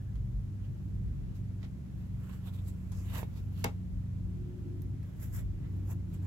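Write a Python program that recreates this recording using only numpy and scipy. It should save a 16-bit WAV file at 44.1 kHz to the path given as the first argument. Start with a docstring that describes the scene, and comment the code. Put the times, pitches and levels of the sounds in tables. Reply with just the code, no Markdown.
"""A small room padded with shelves of cloth, where cotton squares are leafed off a stack in close stereo.
Fingertips drag over the weave, and countless slipping threads make a dull rub, a bright hiss and a swish.
Edges catch and tick, one square is folded over and flops down, and a fingernail snaps off the stack's edge.
Underneath lie room air, rumble, one deep bump, the hum of household machines, a throbbing fan
and a faint drone that slowly sinks in pitch."""
import sys
import numpy as np
from scipy import signal
from scipy.fft import rfft, irfft
from scipy.io import wavfile
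from scipy.ndimage import map_coordinates

SR = 44100
rng = np.random.default_rng(int(sys.argv[2]) if len(sys.argv) > 2 else 0)


def unload_wav(signal):
    """Save mono or channel-first audio to the path in sys.argv[1] as 16-bit WAV at rate SR, clipped to [-1, 1]."""
    wavfile.write(
        sys.argv[1],
        SR,
        np.round(np.clip(np.atleast_2d(signal).T, -1, 1) * 32767).astype(np.int16),
    )


N = 276066
TIME, FREQS = np.arange(N) / SR, np.arange(N // 2 + 1) * SR / N

# room tone of still air: freq_hz, gain_db
AIR_COLOUR = [(40, -11.5), (90, -8), (140, -1), (180, -7.5), (230, -9), (320, -20), (450, -27.5),
              (700, -34), (1200, -40.5), (2500, -46.5), (5000, -50.5), (8000, -49.5), (12000, -55.5),
              (15500, -53)]
# weight of the low rumble: freq_hz, gain_db
RUMBLE_COLOUR = [(15, -33), (25, -16), (38, 0), (52, 12.5), (68, 7), (85, 0.5), (120, 2.5), (200, -56),
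                 (1000, -100)]
# surges in the rumble: peak_s, level_db, half_length_s
RUMBLE_SURGES = [(0.2, -35.5, 0.068), (1.06, -38, 0.12), (1.25, -36, 0.057), (2.45, -48, .05),
                 (2.95, -38.5, .08), (3.56, -47, 0.035), (3.96, -35, 0.047), (4.26, -37, 0.027),
                 (4.72, -47, 0.099), (5.2, -35, 0.017), (5.42, -39, 0.22)]
# level ride of the low-mid swell in the air: time_s, gain_db
SWELL_RIDE = [(0, -82), (0.8, -61), (1.15, -60), (2.4, -66), (3.3, -64), (4.1, -63.5), (4.7, -50),
              (5.1, -60.5), (5.85, -51.5), (6.26, -56.5)]
# tone of that swell: freq_hz, gain_db
SWELL_COLOUR = [(150, -17.5), (220, -0.5), (300, 4), (380, -5), (480, -19.5), (900, -43), (3000, -83)]
# notes of the machine hum: pitch_hz, level_db, waver_ratio
HUM_NOTES = [(52.35, -52.5, 0.42), (69.8, -47.5, 0.13), (120, -47, 0.36), (144.8, -52.5, 0.07)]
# level ride shared by the hum, the rumble bed and the bass of the air: time_s, gain_db
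BASS_RIDE = [(0, -4.5), (0.2, -0.5), (0.55, -2), (0.7, 0.5), (1.0, 1), (1.4, -0.5), (1.75, -2.5),
             (1.92, -0.5), (2.15, 0), (2.4, -1.5), (3.0, -0.5), (3.3, 0), (3.7, 0), (4.3, 0.5),
             (4.55, -1.5), (4.95, 1.5), (5.12, -4.5), (5.3, -1.5), (5.55, 0), (5.8, 0), (6.26, -0.5)]
# the fan's blade note between dips: time_s, pitch_hz, level_db
FAN_NOTE = [(0, 99, -40.5), (1.5, 98, -38), (2.05, 96, -40.5), (2.6, 95, -36.5), (3.0, 95, -35.5),
            (3.6, 95, -35.5), (4.2, 96, -38), (5.3, 96, -41.5), (5.9, 96, -35.5), (6.26, 95, -34.5)]
# the fan's throb, about two dips a second: centre_s, depth_db, half_length_s
FAN_DIPS = [(0.332, 9.5, 0.035), (0.783, 13, 0.065), (1.237, 21, 0.085), (1.834, 26, 0.13),
            (2.333, 11.5, 0.14), (2.81, 13, 0.097), (3.266, 9, 0.16), (3.858, 8.5, 0.21),
            (4.512, 11.5, 0.11), (5.15, 14, 0.046), (5.625, 12, 0.06), (6.08, 10, 0.1)]
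# level ride of the drone: time_s, level_db, octave_level_db
DRONE_RIDE = [(0, -54, -91), (0.75, -50, -83), (1.6, -49, -78), (4.1, -48, -80), (4.35, -47, -59.5),
              (4.8, -56, -57), (5.1, -51.5, -74.5), (6.26, -46.5, -64.5)]

# how alike the two channels are for far sounds: freq_hz, likeness_ratio
FAR_LIKENESS = [(25, 0.48), (60, 0.74), (120, 0.53), (250, 0.46), (500, 0.05), (1200, 0.027), (5500, 0.029),
                (7500, 0.43), (8700, 1), (16000, 1)]
# the same for close sounds: freq_hz, likeness_ratio
NEAR_LIKENESS = [(300, 0.82), (1300, 0.86), (2700, 0.21), (4200, 0.25), (6000, 0.056), (7500, 0.44),
                 (8700, 1), (16000, 0.99)]
# phase by which the left channel leads: freq_hz, lead_rad
LEFT_LEAD = [(0, 0), (1000, -.5), (2700, -2.8), (5500, -5.4), (7500, -4.4), (9300, -3.1), (10800, -.6),
             (12400, .3), (14600, 3.1), (16000, 4.1)]
# pan of the working hand: freq_hz, left_minus_right_db
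HAND_PAN = [(200, -1), (500, -13), (900, -18.5), (1600, -5.5), (2500, -3), (3500, -8.5), (4800, -6),
            (6200, -5), (7400, 0.5), (10000, 0.5), (16000, -1)]

# ticks of nail and thread: start_s, level_db, centre_hz, width_hz, decay_s, tug_db, tug_hz
CATCHES = [(0.155, -60, 3000, 3500, 0.0045, -61, 1600), (1.629, -52.5, 2600, 2000, 0.0041, -56, 1150),
           (1.645, -57, 2500, 1800, .004, -69, 1600), (2.9175, -56, 6750, 6000, 0.012, -59.5, 900),
           (2.933, -59, 2500, 2000, 0.0028, -68, 1190), (3.233, -52, 3320, 1500, .0025, -68, 970),
           (4.818, -49.5, 12700, 3800, 0.0035, -66, 3900), (5.029, -60, 12000, 4000, 0.0017, -59, 1700)]
# soft blows on the stack: start_s, level_db, contact_s, ring_gain_db, left_minus_right_db
BLOWS = [(3.163, -40, 0.0036, -17, 4), (3.23, -35, 0.00143, -21.5, -14.5), (3.6435, -32.5, 0.0013, 1, 4),
         (3.662, -32, 0.0052, -11.5, 5), (3.672, -43.5, 0.0015, -9, 3), (3.685, -43, 0.0016, -9.5, 4)]
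# modes of the struck stack and hand: pitch_hz, gain_db, t60_s
STACK_MODES = [(101, -1.5, 0.2), (215, -10, 0.11), (271.7, -13, 0.27), (401, 0, 0.067), (467, 2.5, 0.081),
               (556, -7.5, 0.1), (683, -9, 0.11), (821, 0.5, 0.072), (936, -1.5, 0.05), (1060, -11, 0.045),
               (1250, -11, 0.076), (1426, -9, 0.05), (2175, -3, 0.061), (2270, -9, 0.055),
               (2690, -11, 0.06), (2780, -14, 0.05), (3770, -13, 0.047)]
# tone of the wash after the snap: freq_hz, gain_db
SNAP_TAIL_COLOUR = [(100, 1), (450, 5), (900, 6.5), (1600, -1.5), (2800, -3.5), (4500, -11), (8000, -13.5),
                    (11000, -24), (16000, -20)]
# strokes of cloth on cloth: peak_s, rise_s, fall_s, rub_db, hiss_db, swish_db, swish_hz, swish_width_hz
STROKES = [ (0.008, 0.018, 0.016, -92, -84, -67, 1720, 90), (0.08, 0.021, 0.027, -83, -91, -76, 1680, 90),
           (0.652, 0.019, 0.019, -82, -80, -71, 2330, 1000),
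           (1.362, 0.017, .028, -73, -73, -71, 4500, 2500),
           (1.644, 0.028, 0.019, -62, -77, -66.5, 2680, 2500),
           (2.0, 0.054, 0.095, -73, -77, -79.5, 2000, 2000),
           (2.245, 0.063, 0.079, -75, -70.5, -68, 1200, 700),
           (2.296, 0.0068, 0.012, -57, -65, -76, 2520, 900),
           (2.329, 0.025, 0.04, -68, -65, -64.5, 1400, 1180), (2.465, 0.039, 0.04, -70, -71, -68, 816, 200),
           (2.485, 0.03, 0.013, -61, -62, -61, 3370, 500),
           (2.546, 0.013, 0.022, -65, -62.5, -66.5, 3630, 800),
           (2.592, 0.012, 0.014, -66, -72, -67.5, 3550, 500),
           (2.688, 0.036, 0.023, -68, -62, -69.5, 3930, 1500),
           (2.974, 0.04, 0.12, -69, -69, -63.5, 5700, 3000),
           (3.1, 0.089, 0.035, -67, -65.5, -64, 2230, 1400),
           (3.142, 0.011, 0.021, -56, -64, -61, 2560, 900),
           (3.175, 0.048, 0.041, -50, -48.5, -51, 1000, 1350),
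           (3.385, 0.047, 0.025, -64.5, -67.5, -66.5, 2930, 2950),
           (3.59, 0.043, 0.074, -66, -64, -65, 2880, 1500), (4.55, 0.12, 0.28, -76.5, -91, -86, 2300, 1790),
           (5.04, 0.015, 0.14, -69, -75.5, -82, 1700, 1200),
           (5.226, 0.032, 0.057, -64.5, -55.5, -65.5, 1540, 930),
           (5.356, 0.023, 0.022, -64, -49.5, -61.5, 1300, 800),
           (5.394, 0.026, 0.022, -60, -57, -65, 1400, 1390), (5.66, 0.047, .03, -88, -86, -70, 1390, 960),
           (5.765, 0.016, 0.027, -79, -76, -88, 2500, 2000),
           (5.911, 0.029, 0.025, -61.5, -58, -62, 855, 500),
           (6.148, 0.034, 0.024, -63.5, -65, -71.5, 2000, 2000),
           (6.25, 0.033, 0.024, -75, -72, -65, 900, 880), ]
# a held square creeps between the fingers: start_s, end_s
HOLDS = [(2.17, 3.66), (5.7, 5.9)]
# dull body of the friction: freq_hz, gain_db
RUB_COLOUR = [(120, -13), (300, 18), (520, 13.5), (850, 6), (1300, 6), (1950, 5.5), (2600, 6), (3200, 0),
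              (4000, -9), (5200, -31), (7500, -16), (11000, -46), (16000, -53)]
# bright top of the friction: freq_hz, gain_db
HISS_COLOUR = [(1500, -39), (4000, -33), (4900, -15), (6300, -10.5), (7700, -5), (9500, -12), (11800, -4.5),
               (14000, -6), (15500, 0.5), (17000, -24)]
# narrow peak in the hiss that shifts with the grip: time_s, centre_hz, relative_to_hiss_db
HISS_PEAK = [(1.4, 7500, -14), (2.3, 7740, -8), (2.48, 7940, -10), (2.69, 7860, -1), (3.0, 7360, -5),
             (3.2, 7600, -18), (5.22, 7450, -19), (5.37, 7600, -6), (5.91, 6840, -9), (6.15, 7700, -3)]

SNAP_START_S, SNAP_DB = 3.6409, -30


def from_db(db):
    """Decibels to gain."""
    return 10 ** (np.asarray(db) / 20)


def rms_one(x):
    """Scale to unit rms."""
    return x / np.sqrt(np.mean(x ** 2) + 1e-20)


def in_time(rows):
    """The columns of an automation curve at every sample."""
    times, *columns = np.transpose(rows)
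    return [np.interp(TIME, times, column) for column in columns]


def over_hz(points):
    """An EQ-style curve: straight lines on a log-frequency axis."""
    hz, value = np.transpose(points)
    return np.interp(np.log(FREQS + 1), np.log(hz), value)


def coloured(x, colour):
    """EQ a flat sound; rms 1."""
    return rms_one(irfft(rfft(x) * from_db(over_hz(colour)), N))


def noise(colour):
    """Two unrelated channels of coloured noise; rms 1."""
    return coloured(rng.standard_normal((2, N)), colour)


def drift(rate_hz):
    """A slow random wobble; rms 1."""
    return rms_one(irfft(rfft(rng.standard_normal(N)) / (1 + (FREQS / rate_hz) ** 2), N))


def swell_and_fade(peak_s, rise_s, fall_s, roundness=1.37):
    """An envelope peaking at 1; roundness 1 gives a cusp, 2 a bell."""
    away = np.maximum((peak_s - TIME) / rise_s, (TIME - peak_s) / fall_s)
    return np.exp(-np.minimum(away ** roundness, 20))


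def low_pass(x, hz):
    """A gentle one-pole roll-off."""
    pole = np.exp(-2 * np.pi * hz / SR)
    return signal.lfilter([1 - pole], [1, -pole], x + 1e-18)


def resonance(x, hz, width_hz):
    """A two-pole band-pass that keeps the power of white noise."""
    radius = np.exp(-np.pi * width_hz / SR)
    feedback = [1, -2 * radius * np.cos(2 * np.pi * hz / SR), radius ** 2]
    return signal.lfilter(np.sqrt((1 - radius ** 2) / 2) * np.array([1, 0, -1]), feedback, x + 1e-18)


def moving_resonance(x, hz, width_hz):
    """A swept band-pass; rms 1."""
    carrier = np.exp(2j * np.pi * np.cumsum(hz) / SR)
    return rms_one(np.real(carrier * low_pass(low_pass(x / carrier, width_hz / 2), width_hz / 2)))


def ring(x, hz, t60_s):
    """A unit click sets a sine of height 1 ringing."""
    radius, angle = from_db(-60 / (t60_s * SR)), 2 * np.pi * hz / SR
    return signal.lfilter([0, np.sin(angle)], [1, -2 * radius * np.cos(angle), radius ** 2], x + 1e-18)


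def tone(hz, level_db, waver):
    """A sine whose strength and phase wander by the amount of waver."""
    phase = 2 * np.pi * (np.cumsum(hz * np.ones(N)) / SR + rng.random())
    wander = (1 + waver * (drift(3.6) + 1j * drift(3.0))) / np.sqrt(1 + 2 * waver ** 2)
    return np.sqrt(2) * from_db(level_db) * np.real(wander * np.exp(1j * phase))


def stereo(x, likeness=FAR_LIKENESS):
    """Two unrelated channels become a microphone pair, partly alike and staggered in phase."""
    alike = np.clip(over_hz(likeness), 0, 1)
    mid, side = rfft(x) * np.sqrt([(1 + alike) / 2, (1 - alike) / 2])
    lag = np.exp(-1j * np.interp(FREQS, *np.transpose(LEFT_LEAD)))
    return irfft(np.array([mid + side, (mid - side) * lag]), N)


def room_air(bass_ride, level_db=-46.0, bass_top_hz=260):
    """Soft room tone whose low end breathes with the hum."""
    air = from_db(level_db) * noise(AIR_COLOUR)
    bass = signal.sosfiltfilt(signal.butter(2, bass_top_hz, fs=SR, output="sos"), air)
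    return air + (bass_ride - 1) * bass


def rumble(bass_ride, bed_db=-46):
    """A bed of deep noise with a few surges on top."""
    surge_power = sum((from_db(level_db) * swell_and_fade(peak_s, half_s, half_s)) ** 2
                      for peak_s, level_db, half_s in RUMBLE_SURGES)
    return np.sqrt((bass_ride * from_db(bed_db)) ** 2 + surge_power) * noise(RUMBLE_COLOUR)


def air_swell(trim_db=-0.5):
    """The air swells and settles in the low mids."""
    return from_db(in_time(SWELL_RIDE)[0] + trim_db) * noise(SWELL_COLOUR)


def machine_hum(bass_ride):
    """Household machines hold a cluster of low, wavering notes."""
    return bass_ride * sum(tone(hz, level_db, waver) for hz, level_db, waver in HUM_NOTES)


def fan():
    """The blade note drifts a little in pitch and throbs."""
    hz, level_db = in_time(FAN_NOTE)
    dips_db = sum(depth_db * swell_and_fade(at_s, half_s, half_s) for at_s, depth_db, half_s in FAN_DIPS)
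    return tone(hz, level_db - dips_db, waver=0.048)


def drone(start_hz=190.2, sag_hz_per_s=2.42, waver=0.2, roughness=0.45):
    """A faint note and its rough octave sink evenly in pitch."""
    hz = start_hz - sag_hz_per_s * TIME
    level_db, octave_db = in_time(DRONE_RIDE)
    return tone(hz, level_db, waver) + tone(2 * hz, octave_db, waver) * (1 + roughness * drift(17))


def bump(peak_s=0.372, half_s=0.036):
    """A few cycles of deep bass that swell and fade."""
    return tone(hz=49, level_db=-31, waver=0) * swell_and_fade(peak_s, half_s, half_s)


def background(heave_db=1.0):
    """The ambience bed: wide, gently heaving noise around centred tones."""
    bass_ride = from_db(in_time(BASS_RIDE)[0])
    air, lows, low_mids = room_air(bass_ride), rumble(bass_ride), air_swell()
    tones = machine_hum(bass_ride) + fan() + drone()
    lows *= from_db(heave_db * drift(7.5))
    low_mids *= from_db(heave_db * drift(7.4))
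    return stereo(air + lows + low_mids) + tones + bump()


def room_reverb(x, predelay_s=0.0018, dull_hz=3320, t60_s=0.16, bright_t60_s=0.13, bright_db=-5.0):
    """A short tail, different on each side; the cloth all around swallows the treble first."""
    age = TIME[:SR // 2]
    dull, bright = rng.standard_normal((2, 2, len(age)))
    dull = rms_one(low_pass(low_pass(dull, dull_hz), dull_hz)) * from_db(-60 * age / t60_s)
    bright = from_db(bright_db) * bright * from_db(-60 * age / bright_t60_s)
    tail = (dull + bright) * (age > predelay_s)
    return signal.fftconvolve(x, tail / np.sqrt(np.sum(tail ** 2) / 2), axes=1)[:, :N]


def hand_bounce(x, delay_s=0.000768, travel=0.247, bounce_db=-12.0):
    """Part of the rustle bounces off the moving hand: a slowly shifting comb filter."""
    earlier_s = TIME - delay_s * np.exp(travel * drift(1.84))
    channel_starts = [[0], [N]]
    return x + from_db(bounce_db) * map_coordinates(x.ravel(), [earlier_s * SR + channel_starts], order=3)


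def pan_to_hand(x):
    """The working hand is on the right, which the mids show most."""
    return irfft(rfft(x) * from_db(over_hz(HAND_PAN) * [[.5], [-.5]]), N)


def slips(per_s, spread_db):
    """The grain of friction: threads catch and let go at random, with uneven sizes; rms 1."""
    slipping = rng.random(N) < per_s / SR
    sizes = from_db(spread_db * np.minimum(rng.exponential(1, N), 4))
    return rms_one(slipping * sizes * rng.standard_normal((2, N)))


def restless_fingers(level_db=-78.0, hz=1600, width_hz=2000, unrest_db=2.5):
    """The fingertips never rest: their faint, broad friction comes and goes."""
    friction = slips(per_s=5000, spread_db=2.0)
    band = rms_one(resonance(resonance(friction, hz, width_hz), hz, width_hz))
    return from_db(level_db + unrest_db * np.tanh(drift(3.1))) * band


def catches(attack_s=0.0007, tug_width_hz=650):
    """A nail or stiff edge holds, then lets go in a tiny tick that also tugs the sheet."""
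    out = np.zeros((2, N))
    age = TIME[:SR // 8]
    for start_s, level_db, hz, width_hz, decay_s, tug_db, tug_hz in CATCHES:
        envelope = np.exp(-age / decay_s) * (1 - np.exp(-age / attack_s))
        tick_burst, tug_burst = rng.standard_normal((2, 2, len(age))) * envelope
        tick = from_db(level_db) * resonance(tick_burst, hz, width_hz)
        tug = from_db(tug_db) * resonance(tug_burst, tug_hz, tug_width_hz)
        at = round(start_s * SR)
        out[:, at:at + len(age)] += tick + tug
    return out


def blows():
    """Each soft blow pushes out one puff of air and sets the stack ringing briefly."""
    puffs, clicks = np.zeros((2, 2, N))
    for start_s, level_db, contact_s, ring_db, pan_db in BLOWS:
        progress = (TIME - start_s) / contact_s
        strength = from_db(level_db + pan_db * np.array([.5, -.5]))
        puffs += strength[:, None] * np.sin(2 * np.pi * progress) * (progress > 0) * (progress < 1)
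        clicks[:, round(start_s * SR)] = strength * from_db(ring_db)
    left, right = puffs
    for k, (hz, gain_db, t60_s) in enumerate(STACK_MODES):
        near, far = (-1) ** k * from_db(gain_db) * ring(clicks, hz, t60_s)
        delay_s = rng.uniform(.00015, .00035)   # each mode radiates in its own direction
        left += near
        right += np.interp(TIME - delay_s, TIME, far)
    return np.array([left, right])


def snap_tail(relative_db=-5.0, t60_s=0.16, build_s=0.0037):
    """The shelves scatter the snap into a smooth, duller wash that dies quickly."""
    age = np.maximum(TIME - SNAP_START_S, 0)
    envelope = np.minimum(age / build_s, 1) * from_db(-60 * np.clip(age - build_s, 0, 1) / t60_s)
    return from_db(SNAP_DB + relative_db) * envelope * noise(SNAP_TAIL_COLOUR)


def nail_snap(bright_hz=7000, attack_s=0.00086, length_s=0.005, release_s=0.002):
    """The nail rakes the layered, pinked edges: slips so dense that they fuse into one noise burst."""
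    age = TIME - SNAP_START_S
    envelope = np.clip(age / attack_s, 0, 1) * np.exp(-np.maximum(age - length_s, 0) / release_s)
    return from_db(SNAP_DB) * envelope * rms_one(low_pass(rng.standard_normal((2, N)), bright_hz))


def swishes(speeds):
    """Each stroke's friction sounds through one broad resonance, set by the gap between hand and sheet."""
    out = np.zeros((2, N))
    friction = slips(per_s=5000, spread_db=2.0)
    for speed, (*_, level_db, hz, width_hz) in zip(speeds, STROKES):
        band = resonance(resonance(friction, hz, 2 * width_hz), hz, 2 * width_hz)
        out += from_db(level_db) * speed * rms_one(band)
    return out


def cloth_friction(speeds, creep_rub_db=-73, creep_hiss_db=-78, creep_fade_s=0.12, judder_db=1.55):
    """Threads slip under each stroke and creep while held; uneven drag flutters rub and hiss together."""
    held = sum(np.clip(np.minimum(TIME - start_s, end_s - TIME) / creep_fade_s + .5, 0, 1)
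               for start_s, end_s in HOLDS)
    creep = from_db([[creep_rub_db], [creep_hiss_db]]) * held
    _, _, _, rub_db, hiss_db, *_ = np.transpose(STROKES)
    rub_gain, hiss_gain = np.sqrt(from_db([rub_db, hiss_db]) ** 2 @ speeds ** 2 + creep ** 2)
    coarse, fine = slips(per_s=6000, spread_db=1.9), slips(per_s=11000, spread_db=1.8)
    peak_hz, peak_db = in_time(HISS_PEAK)
    peak = moving_resonance(slips(per_s=16000, spread_db=1.6), peak_hz, width_hz=1300)
    rub = rub_gain * coloured(coarse, RUB_COLOUR)
    hiss = hiss_gain * (coloured(fine, HISS_COLOUR) + from_db(peak_db) * peak)
    return (rub + hiss) * from_db(judder_db * drift(37))


def scene(rustle_send_db=-15.5, tick_send_db=-5.5, knock_send_db=-15.5):
    """The mix: cloth and fingers up front, a little dead room around them, the ambience underneath."""
    speeds = np.array([swell_and_fade(peak_s, rise_s, fall_s) for peak_s, rise_s, fall_s, *_ in STROKES])
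    rustle = hand_bounce(cloth_friction(speeds) + swishes(speeds) + restless_fingers())
    ticks, snap, knocks = catches(), nail_snap(), blows()
    send = from_db(rustle_send_db) * rustle + from_db(tick_send_db) * ticks + from_db(knock_send_db) * knocks
    tails = room_reverb(send) + snap_tail()
    close = pan_to_hand(stereo(rustle + ticks, NEAR_LIKENESS)) + stereo(snap, NEAR_LIKENESS) + knocks
    return close + stereo(tails) + background()


def record(dry, cutoff_hz=15900):
    """A steep high cut on the whole mix."""
    return signal.sosfilt(signal.ellip(10, .1, 80, cutoff_hz, fs=SR, output="sos"), dry)


dry = scene()
out = record(dry)
unload_wav(out)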